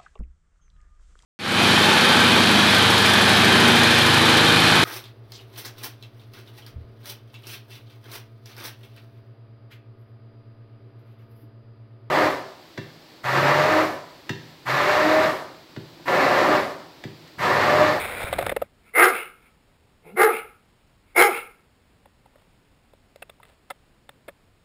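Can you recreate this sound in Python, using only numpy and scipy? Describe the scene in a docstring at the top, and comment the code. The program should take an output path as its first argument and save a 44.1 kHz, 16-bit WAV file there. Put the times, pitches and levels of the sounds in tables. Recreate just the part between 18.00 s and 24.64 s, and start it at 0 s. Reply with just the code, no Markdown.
"""A hand rubs over a small hand-held camera: gritty rustle, low rumble, bumps, creaks and ticks of the case.
Then a big hound barks three times across a carpeted living room; vocal-fold pulses and breath ring its
throat, mouth and bared teeth, with huffs of air around each bark, a grumble before the second and overload
cracks on the last two. Later two faint sniffs come at the lens, and the case ticks again. The microphone sits
in the camera, which samples coarsely and holds each sample: the low band is mirrored into a gritty treble."""
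import sys
import numpy as np
from scipy import signal
from scipy.fft import rfft, irfft
from scipy.io import wavfile
from scipy.ndimage import uniform_filter1d

SR = 44100
rng = np.random.default_rng(int(sys.argv[2]) if len(sys.argv) > 2 else 0)


def generate_wav(signal):
    """Clip the signal to [-1, 1] and save it as 16-bit WAV at the path in sys.argv[1]."""
    frames = np.transpose(np.atleast_2d(signal))
    scaled = np.clip(frames, -1, 1) * 32767
    pcm = np.round(scaled).astype(np.int16)
    wavfile.write(sys.argv[1], SR, pcm)


N = 292824
TIME = np.arange(N) / SR

# In every resonance table width_hz is that of one filter pass; each resonance is passed twice.
# In every spectrum level_db is relative, because the coloured sound is scaled to rms 1.

# Spectrum of the rustle on the case: hz, level_db
RUSTLE_SPECTRUM = [(120, -35), (200, -13), (272, -15.5), (484, 3), (726, 0.5), (1110, -4.5), (1480, 0.5),
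                   (1760, -5), (2320, 1.5), (2950, -14), (3640, -8), (4430, -21), (5310, -22.5),
                   (5700, -28), (7410, -62), (12500, -120)]
# Spectrum of the moving hand's rumble: hz, level_db
RUMBLE_SPECTRUM = [(20, -23), (40, -5), (100, -6.5), (160, -11), (300, -14), (800, -30), (4500, -58.5),
                   (5700, -75.5)]
# Moments when the sliding hand presses harder: peak_s, spread_s, added_level_db
HAND_PRESSES = [(0.015, 0.052, 4), (0.22, 0.013, 5)]
# Soft bumps of the hand: start_s, pitch_hz, level_db
HAND_BUMPS = [(0.242, 83.6, -20.5), (0.343, 110, -39), (0.426, 122, -30), (0.486, 90.5, -29)]
# Spectrum of the room tone: hz, level_db
ROOM_TONE_SPECTRUM = [(12, -28.5), (20, -3), (65, -5), (97, -5.5), (123, -7.5), (287, -12), (331, -15.5),
                      (363, -15), (390, -15), (596, -17.5), (1270, -22), (2630, -24.5), (5600, -30.5),
                      (7280, -62.5), (12300, -120)]
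# Creaks and ticks of the case, levels before the trims in ticks():
# start_s, scrape_peak_db, ring_peak_db, ring_pitch_hz, slip_length_s
CASE_TICKS = [(0.326, -14.5, -18, 686, 0.0022), (0.3363, -16.5, -31, 620, 0.00077),
              (0.3823, -14, -18, 645, 0.0041), (0.409, -23, -23.5, 487, 0.0017),
              (0.4253, -19, -23, 734, 0.00099), (0.464, -11.5, -21.5, 670, 0.00091),
              (0.4934, -12.5, -26.5, 634, 0.0013), (0.5153, -22, -28.5, 617, 0.0017),
              (0.5218, -37, -20.5, 510, 0.0015), (0.5623, -16.5, -19.5, 530, 0.0019),
              (0.616, -19.5, -18.5, 550, 0.0026), (4.055, -46.5, -48, 798, 0.0017),
              (4.256, -50, -51.5, 820, 0.0017), (4.3554, -46.5, -49.5, 510, 0.0014),
              (4.9336, -47.5, -47.5, 516, 0.0016), (5.1588, -38, -42, 610, 0.0004),
              (5.22, -25, -39.5, 670, 0.0024), (5.2944, -31.5, -44.5, 610, 0.0018),
              (5.398, -54.5, -48.5, 960, 0.0017), (5.4292, -34.5, -58, 614, 0.0016),
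              (5.4497, -41, -67, 696, 0.0011), (5.4869, -52, -66, 715, 0.0019),
              (5.7006, -20, -33, 776, 0.0034), (6.0906, -28, -42, 600, 0.0012),
              (6.2791, -28, -35.5, 480, 0.0036)]
# Resonances of the case's shell, before the scatter from tick to tick: pitch_hz, width_hz, level_db
CASE_SHELL = [(480, 110, -4), (780, 780, -12), (1228, 250, 1), (1744, 390, -2), (2003, 164, -5),
              (2610, 190, -6), (3524, 410, -6.5), (3920, 200, -18), (5080, 210, -22)]
# Air through mouth and nose: peak_s, rise_s, fall_s, level_db, throat_share_db
BREATH_HUFFS = [(0.89, 0.032, 0.017, -55, -17.5), (1.152, 0.022, 0.056, -28.5, -11.5),
                (1.47, 0.061, 0.018, -57, -15), (2.084, .025, 0.031, -52, 5),
                (2.351, 0.037, 0.035, -29.5, -8), (3.11, .04, 0.033, -65, -17.5),
                (3.35, 0.038, 0.039, -28.5, -8.5)]
# Resonances of the open airway: pitch_hz, width_hz, level_db
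AIRWAY_RESONANCES = [(870, 160, -8.5), (1360, 200, -0.5), (1770, 340, -5), (2177, 280, 3),
                     (3130, 1100, -14), (4600, 370, -24.5)]
# Barks: start_s, attack_s, climax_after_s, length_s, first_pitch_hz, top_pitch_hz, rough_after_climax (0-1),
# throat_db, open_mouth_db, snarl_db, rasp_db, snarl_tuning (ratio)
BARK_EVENTS = [(0.929, 0.026, 0.11, 0.174, 205.3, 389.7, 0.65, -16.5, -11.5, -5.5, -24.5, 1),
               (2.151, 0.02, 0.084, 0.158, 298.5, 432, 0.55, -14, -15, -14, -32.5, 1),
               (3.144, 0.017, 0.075, 0.146, 265.2, 408, 0.25, -14, -15.5, -7, -25, 1.04)]
# Resonances of the throat: pitch_hz, width_hz, level_db
THROAT_RESONANCES = [(204, 35, -29), (384.2, 52, -5.5), (460.6, 80, 1), (753, 100, -7.5),
                     (818.4, 100, -8.5)]
# Resonances of the open mouth: pitch_hz, width_hz, level_db
MOUTH_RESONANCES = [(1214.4, 70, -7.5), (1353, 430, 2), (1570, 120, -4.5), (1850, 110, 1)]
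# Resonances behind bared teeth, before each bark's tuning: pitch_hz, width_hz, level_db
SNARL_RESONANCES = [(2088, 150, 3), (2270, 62, -13.5)]
# Rasp of the wide-open mouth, before its peaks waver: pitch_hz, width_hz, level_db
RASP_RESONANCES = [(2510, 210, 4.5), (3070, 320, -2.5), (3290, 440, -12.5), (4030, 67, -3.5),
                   (4260, 210, -14.5), (5180, 690, -10)]
# Low grumble leading into the second bark: time_s, pitch_hz, level_db
GRUMBLE_PATH = [(2.03, 161, -96), (2.06, 161, -51), (2.1, 165, -60), (2.125, 202, -48), (2.155, 219, -37.5),
                (2.175, 260, -86.5)]
# Overload cracks at the height of a bark: peak_s, level_db
OVERLOAD_CRACKS = [(2.219, -20.5), (2.2331, -17.5), (3.224, -9)]
# Spectrum of an overload crack: hz, level_db
CRACK_SPECTRUM = [(60, -38.5), (250, -28.5), (420, 0), (1700, -3), (3000, -6), (5500, -17)]
# Sniffs at the lens: peak_s, rise_s, fall_s, level_db
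NOSE_SNIFFS = [(4.41, 0.059, 0.028, -65), (5.47, 0.024, 0.057, -59.5)]
# Spectrum of the sniffing: hz, level_db
SNIFF_SPECTRUM = [(150, -20.5), (500, 7), (1300, -1), (2300, -4.5), (3600, -4.5), (5500, -17)]
# Standing waves of the room: pitch_hz, width_hz, level_db
STANDING_WAVES = [(361, 20, -7.5), (437, 34, -5.5), (1385, 21, -14.5), (2255, 49, -12.5)]
# Spectrum of the walls' answer: hz, level_db
WALL_SPECTRUM = [(150, 0), (420, -3.5), (600, -3), (820, -3.5), (1020, -2.5), (1340, 5), (1800, -6),
                 (2250, -1), (2750, -2.5), (3200, -2.5), (5500, -3.5)]

# The hand slides ever more quietly, grips the camera, lets go and lifts off
GRIP_S, LET_GO_S, CHANGE_S, LIFT_S = 0.29, 0.528, 0.0049, 0.68
SLIDE_DB, SLOWING_DB_PER_S, GRIP_RUSTLE_DB, LOOSE_RUSTLE_DB = -32.5, -3.5, -4.5, -15
RUMBLE_DB, GRIP_RUMBLE_DB, LOOSE_RUMBLE_DB = -45, 5.5, -9.5
ROOM_TONE_DB = -60
# The push of the chest climbs from below, sags after the climax and is released at the end
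ONSET_DB, SAG_DB_PER_S, RELEASE_DB_PER_S = -41, 109, 399.5
# The folds tighten up to the climax, hold, then go slack; they are roughest while tightening
SLACK_HZ, SLACKEN_BEFORE_S, SLACKEN_AFTER_S = 169.96, 0.015, 0.055
START_ROUGH, STRAIN_ROUGH, SETTLE_S = 0.5, 0.85, 0.018
# The jaw is widest at the climax; a closed mouth muffles the upper resonances
JAW_OPEN_S, JAW_CLOSE_S, CLOSED_DB = 0.08, 0.035, -10
# The teeth are bare at the start of a bark, and the lips slowly cover them
COVER_DB_PER_S = 110
# After the release the slack folds hum through the closing mouth
HUM_DB, HUM_AFTER_S, HUM_FADE_S = -42.5, 0.018, 0.02
# The camera's sampling rate, the filter ahead of it and the upper limit after it
CAMERA_HZ, GUARD_HZ, TOP_HZ = 12000, 5650, 15400


def undb(db):
    """Decibels to gain."""
    return 10 ** (np.asarray(db) / 20)


def unit(x):
    """Scale to rms 1."""
    return x / np.sqrt(np.mean(x ** 2))


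def steady(x, size=900):
    """Hold the running rms near 1 over a window of `size` samples."""
    return x / np.sqrt(uniform_filter1d(x ** 2, size) + 1e-12)


def curves(rows):
    """Each column after the first, as a control over time."""
    times, *columns = np.transpose(rows)
    return [np.interp(TIME, times, column) for column in columns]


def walk(rate):
    """Random control of spread near 1: straight lines between `rate` random points a second."""
    return 1.2 * np.interp(TIME * rate, np.arange(N), rng.standard_normal(N))


def puff(peak_s, rise_s, fall_s):
    """A swell to 1 at its peak that dies away, bell-shaped on either side."""
    spread = np.where(TIME < peak_s, rise_s, fall_s)
    return np.exp(-.5 * ((TIME - peak_s) / spread) ** 2)


def resonate(x, modes):
    """Parallel resonances, each applied twice for dark valleys."""
    out = 0
    for hz, width, db in modes:
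        b, a = signal.iirpeak(hz, hz / width, fs=SR)
        once = signal.lfilter(b, a, x)
        out = out + undb(db) * signal.lfilter(b, a, once)
    return out


def colour(x, points):
    """Give a sound a spectrum, drawn over log frequency, at rms 1."""
    hz, db = np.transpose(points)
    freqs = np.maximum(np.fft.rfftfreq(N, 1 / SR), 1)
    gain = undb(np.interp(np.log(freqs), np.log(hz), db))
    return unit(irfft(rfft(x) * gain, N))


def slips(count, spread_db):
    """Stick-slip friction: dense clicks whose size jumps every 16 samples."""
    sizes = np.repeat(rng.standard_normal(count // 16 + 1), 16)[:count]
    return rng.standard_normal(count) * undb(spread_db * sizes)


def rubbing(flutter_db=1.0, surge_db=0.86, bump_s=0.0056):
    """Gritty, fluttering friction on the case, with the rumble and bumps of the moving hand."""
    grip, loose = ((1 + np.tanh((TIME - s) / CHANGE_S)) / 2 for s in (GRIP_S, LET_GO_S))
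    rustle_db = SLIDE_DB + SLOWING_DB_PER_S * np.minimum(TIME, LIFT_S)
    rustle_db = rustle_db + GRIP_RUSTLE_DB * grip + LOOSE_RUSTLE_DB * loose
    rustle_db = rustle_db + sum(db * puff(s, spread, spread) for s, spread, db in HAND_PRESSES)
    rustle_db = rustle_db + flutter_db * walk(117.3) + surge_db * walk(26)
    rustle = colour(slips(N, 3.7), RUSTLE_SPECTRUM) * undb(rustle_db)

    rumble_db = RUMBLE_DB + GRIP_RUMBLE_DB * grip + LOOSE_RUMBLE_DB * loose
    rumble = colour(rng.standard_normal(N), RUMBLE_SPECTRUM) * undb(rumble_db)
    for s, hz, db in HAND_BUMPS:
        age = np.maximum(TIME - s, 0)
        rumble = rumble + undb(db) * np.sin(2 * np.pi * hz * age) * np.exp(-age / bump_s)
    lift = np.clip((LIFT_S - TIME) / 0.055, 0, 1)
    return (rustle + rumble) * lift


def room_tone():
    """Low rumble and soft hiss, wavering a little."""
    return colour(rng.standard_normal(N), ROOM_TONE_SPECTRUM) * undb(ROOM_TONE_DB + 0.42 * walk(10))


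def ticks(ring_gain_db=-2.0, scrape_gain_db=-13, hollow_hz=565, hollow_db=1, place_db=2, count=4096):
    """A brief slip rattles the shell and leaves the hollow of the case ringing."""
    out, age = np.zeros(N + count), TIME[:count]
    for s, scrape_db, ring_db, hz, length in CASE_TICKS:
        burst = slips(count, 6) * age / length * np.exp(-age / length)
        hollow = [(hollow_hz, 110, hollow_db), (hz, 300, 0)]
        # each place of contact favours other modes
        shell = [(f, width, db + place_db * rng.standard_normal()) for f, width, db in CASE_SHELL]
        start = int(s * SR)
        for modes, db in ((hollow, ring_db + ring_gain_db), (shell, scrape_db + scrape_gain_db)):
            ring = resonate(burst, modes)
            loudest = np.sqrt(uniform_filter1d(ring ** 2, size=441).max())  # rms over 10 ms
            out[start:start + count] += undb(db) * ring / loudest
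    return out[:N]


def huffs(lips_hz=2520, sweep=0.1, sweep_s=0.057, lips_db=-4.5):
    """The hound's unvoiced air before and after each bark; one resonance climbs as the lips move."""
    air = rng.standard_normal(N) * undb(2.5 * walk(120))
    airway = steady(resonate(air, AIRWAY_RESONANCES))
    throat = steady(resonate(air, THROAT_RESONANCES))
    flutter = steady(signal.sosfilt(signal.butter(4, 200, fs=SR, output="sos"), air))
    out = 0
    for s, rise, fall, db, throat_db in BREATH_HUFFS:
        hz = lips_hz * (1 + sweep * np.tanh((TIME - s) / sweep_s))
        # slow noise on a gliding tone makes a narrow band of noise
        lips = flutter * np.sin(2 * np.pi * np.cumsum(hz) / SR)
        breath = .7 * airway + undb(lips_db) * lips + undb(throat_db) * throat
        out = out + undb(db) * puff(s, rise, fall) * breath
    return out


def folds():
    """Pitch and roughness: a ragged climb to the climax, a hold, and a drop as the folds slacken."""
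    points = []
    for start, _, climax, length, first_hz, top_hz, rough, *_ in BARK_EVENTS:
        points += [(start, first_hz, START_ROUGH),
                   (start + climax / 2, (first_hz + top_hz) / 2, STRAIN_ROUGH),
                   (start + climax, top_hz, STRAIN_ROUGH),
                   (start + climax + SETTLE_S, top_hz, rough),
                   (start + length - SLACKEN_BEFORE_S, top_hz, rough),
                   (start + length + SLACKEN_AFTER_S, SLACK_HZ, START_ROUGH)]
    return curves(sorted(points))


def bark(source, throat, mouth, rasp, hum, row):
    """One push of the chest: teeth bared at first, the jaw opens wide and closes, and a low hum is left."""
    start, attack, climax, length, *_, throat_db, mouth_db, snarl_db, rasp_db, tuning = row
    teeth = [(hz * tuning, width, db) for hz, width, db in SNARL_RESONANCES]
    snarl = steady(resonate(source, teeth))
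    age = np.maximum(TIME - start, 0)
    push_db = ONSET_DB * np.exp(-age / attack)
    push_db = push_db - SAG_DB_PER_S * np.maximum(age - climax, 0)
    push_db = push_db - RELEASE_DB_PER_S * np.maximum(age - length, 0)
    gape = undb(CLOSED_DB * (1 - puff(start + climax, JAW_OPEN_S, JAW_CLOSE_S)))
    voice = undb(throat_db) * throat
    voice = voice + gape * (undb(mouth_db) * mouth + undb(rasp_db) * rasp)
    voice = voice + undb(snarl_db - COVER_DB_PER_S * age) * snarl
    trail = undb(HUM_DB) * hum * puff(start + length + HUM_AFTER_S, HUM_FADE_S, HUM_FADE_S)
    return voice * undb(push_db) * np.clip(age / .02, 0, 1) + trail


def barks(jitter=.1, shimmer_db=5, breath=1.):
    """Ragged vocal-fold pulses and puffs of air ring the throat, mouth and teeth; the pitch rises and falls."""
    hz, rough = folds()
    phase = np.cumsum(hz * (1 + jitter * rough * walk(400))) / SR  # in cycles
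    pulses = unit(np.diff(np.floor(phase), prepend=0)) * undb(shimmer_db * rough * walk(250))
    air = unit(rng.standard_normal(N) * np.exp(-(phase % 1) / .45))  # air escapes once a cycle
    source = pulses + breath * rough * air
    throat = steady(resonate(source, THROAT_RESONANCES))
    mouth = steady(resonate(source, MOUTH_RESONANCES))
    # tongue and lips shift the balance of the rasp's peaks
    rasp = steady(sum(resonate(source, [mode]) * undb(4.5 * walk(45)) for mode in RASP_RESONANCES))
    hum = unit(np.sin(2 * np.pi * phase))
    out = sum(bark(source, throat, mouth, rasp, hum, row) for row in BARK_EVENTS)
    return out * undb(1.1 * rough * walk(140))  # the folds flap in uneven bursts


def grumble():
    """Closed-mouth voice: a wobbling fundamental with a weak octave."""
    hz, db = curves(GRUMBLE_PATH)
    phase = 2 * np.pi * np.cumsum(hz * (1 + 0.042 * walk(150))) / SR
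    voice = unit(np.sin(phase) + 0.35 * np.sin(2 * phase))
    sounding = (TIME > GRUMBLE_PATH[0][0]) * (TIME < GRUMBLE_PATH[-1][0])
    return voice * undb(db) * sounding


def overload_cracks(rise=0.0012, fall=0.0012):
    """The loudest barks overload the microphone: a few milliseconds of harsh, unpitched crackle."""
    harsh = steady(colour(rng.standard_normal(N), CRACK_SPECTRUM), size=300)
    return harsh * sum(undb(db) * puff(s, rise, fall) for s, db in OVERLOAD_CRACKS)


def living_room(x, t60=0.42, wall_db=-12.0, first_s=.012):
    """Standing waves ring on, and the walls return a dense tail that the carpet soon swallows."""
    # the tail builds up over first_s and falls 60 dB in t60 seconds
    decay = np.exp(-np.log(1000) * TIME / t60) * (1 - np.exp(-(TIME / first_s) ** 2))
    tail = (colour(rng.standard_normal(N), WALL_SPECTRUM) * decay)[:SR]
    walls = signal.fftconvolve(x, tail / np.linalg.norm(tail))[:N]
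    return x + resonate(x, STANDING_WAVES) + undb(wall_db) * walls


def sniffs():
    """Air flutters through wet nostrils right at the lens."""
    air = colour(slips(N, 3.92), SNIFF_SPECTRUM) * undb(2.2 * walk(83))
    return air * sum(undb(db) * puff(s, rise, fall) for s, rise, fall, db in NOSE_SNIFFS)


def scene():
    """The barks and their cracks pass through the room; hand, case, nose and room tone are added dry."""
    dry_layers = rubbing() + room_tone() + ticks() + sniffs()
    in_room = living_room(huffs() + barks() + grumble() + overload_cracks())
    return (dry_layers + in_room)[None]


def record(dry):
    """Each coarse sample is held four times over, so the low band reappears mirrored around the sampling rate."""
    guard = signal.ellip(6, .3, 45, GUARD_HZ, fs=SR, output="sos")
    guarded = signal.sosfilt(guard, dry)
    coarse = np.clip(signal.resample_poly(guarded, CAMERA_HZ, SR, axis=1), -1, 1)
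    stairs = np.repeat(coarse, 4, axis=1)
    held = signal.resample_poly(stairs, SR, 4 * CAMERA_HZ, axis=1)[:, :N]
    top = signal.ellip(8, .2, 90, TOP_HZ, fs=SR, output="sos")
    return signal.sosfilt(top, held)


dry = scene()
out = record(dry)
generate_wav(out)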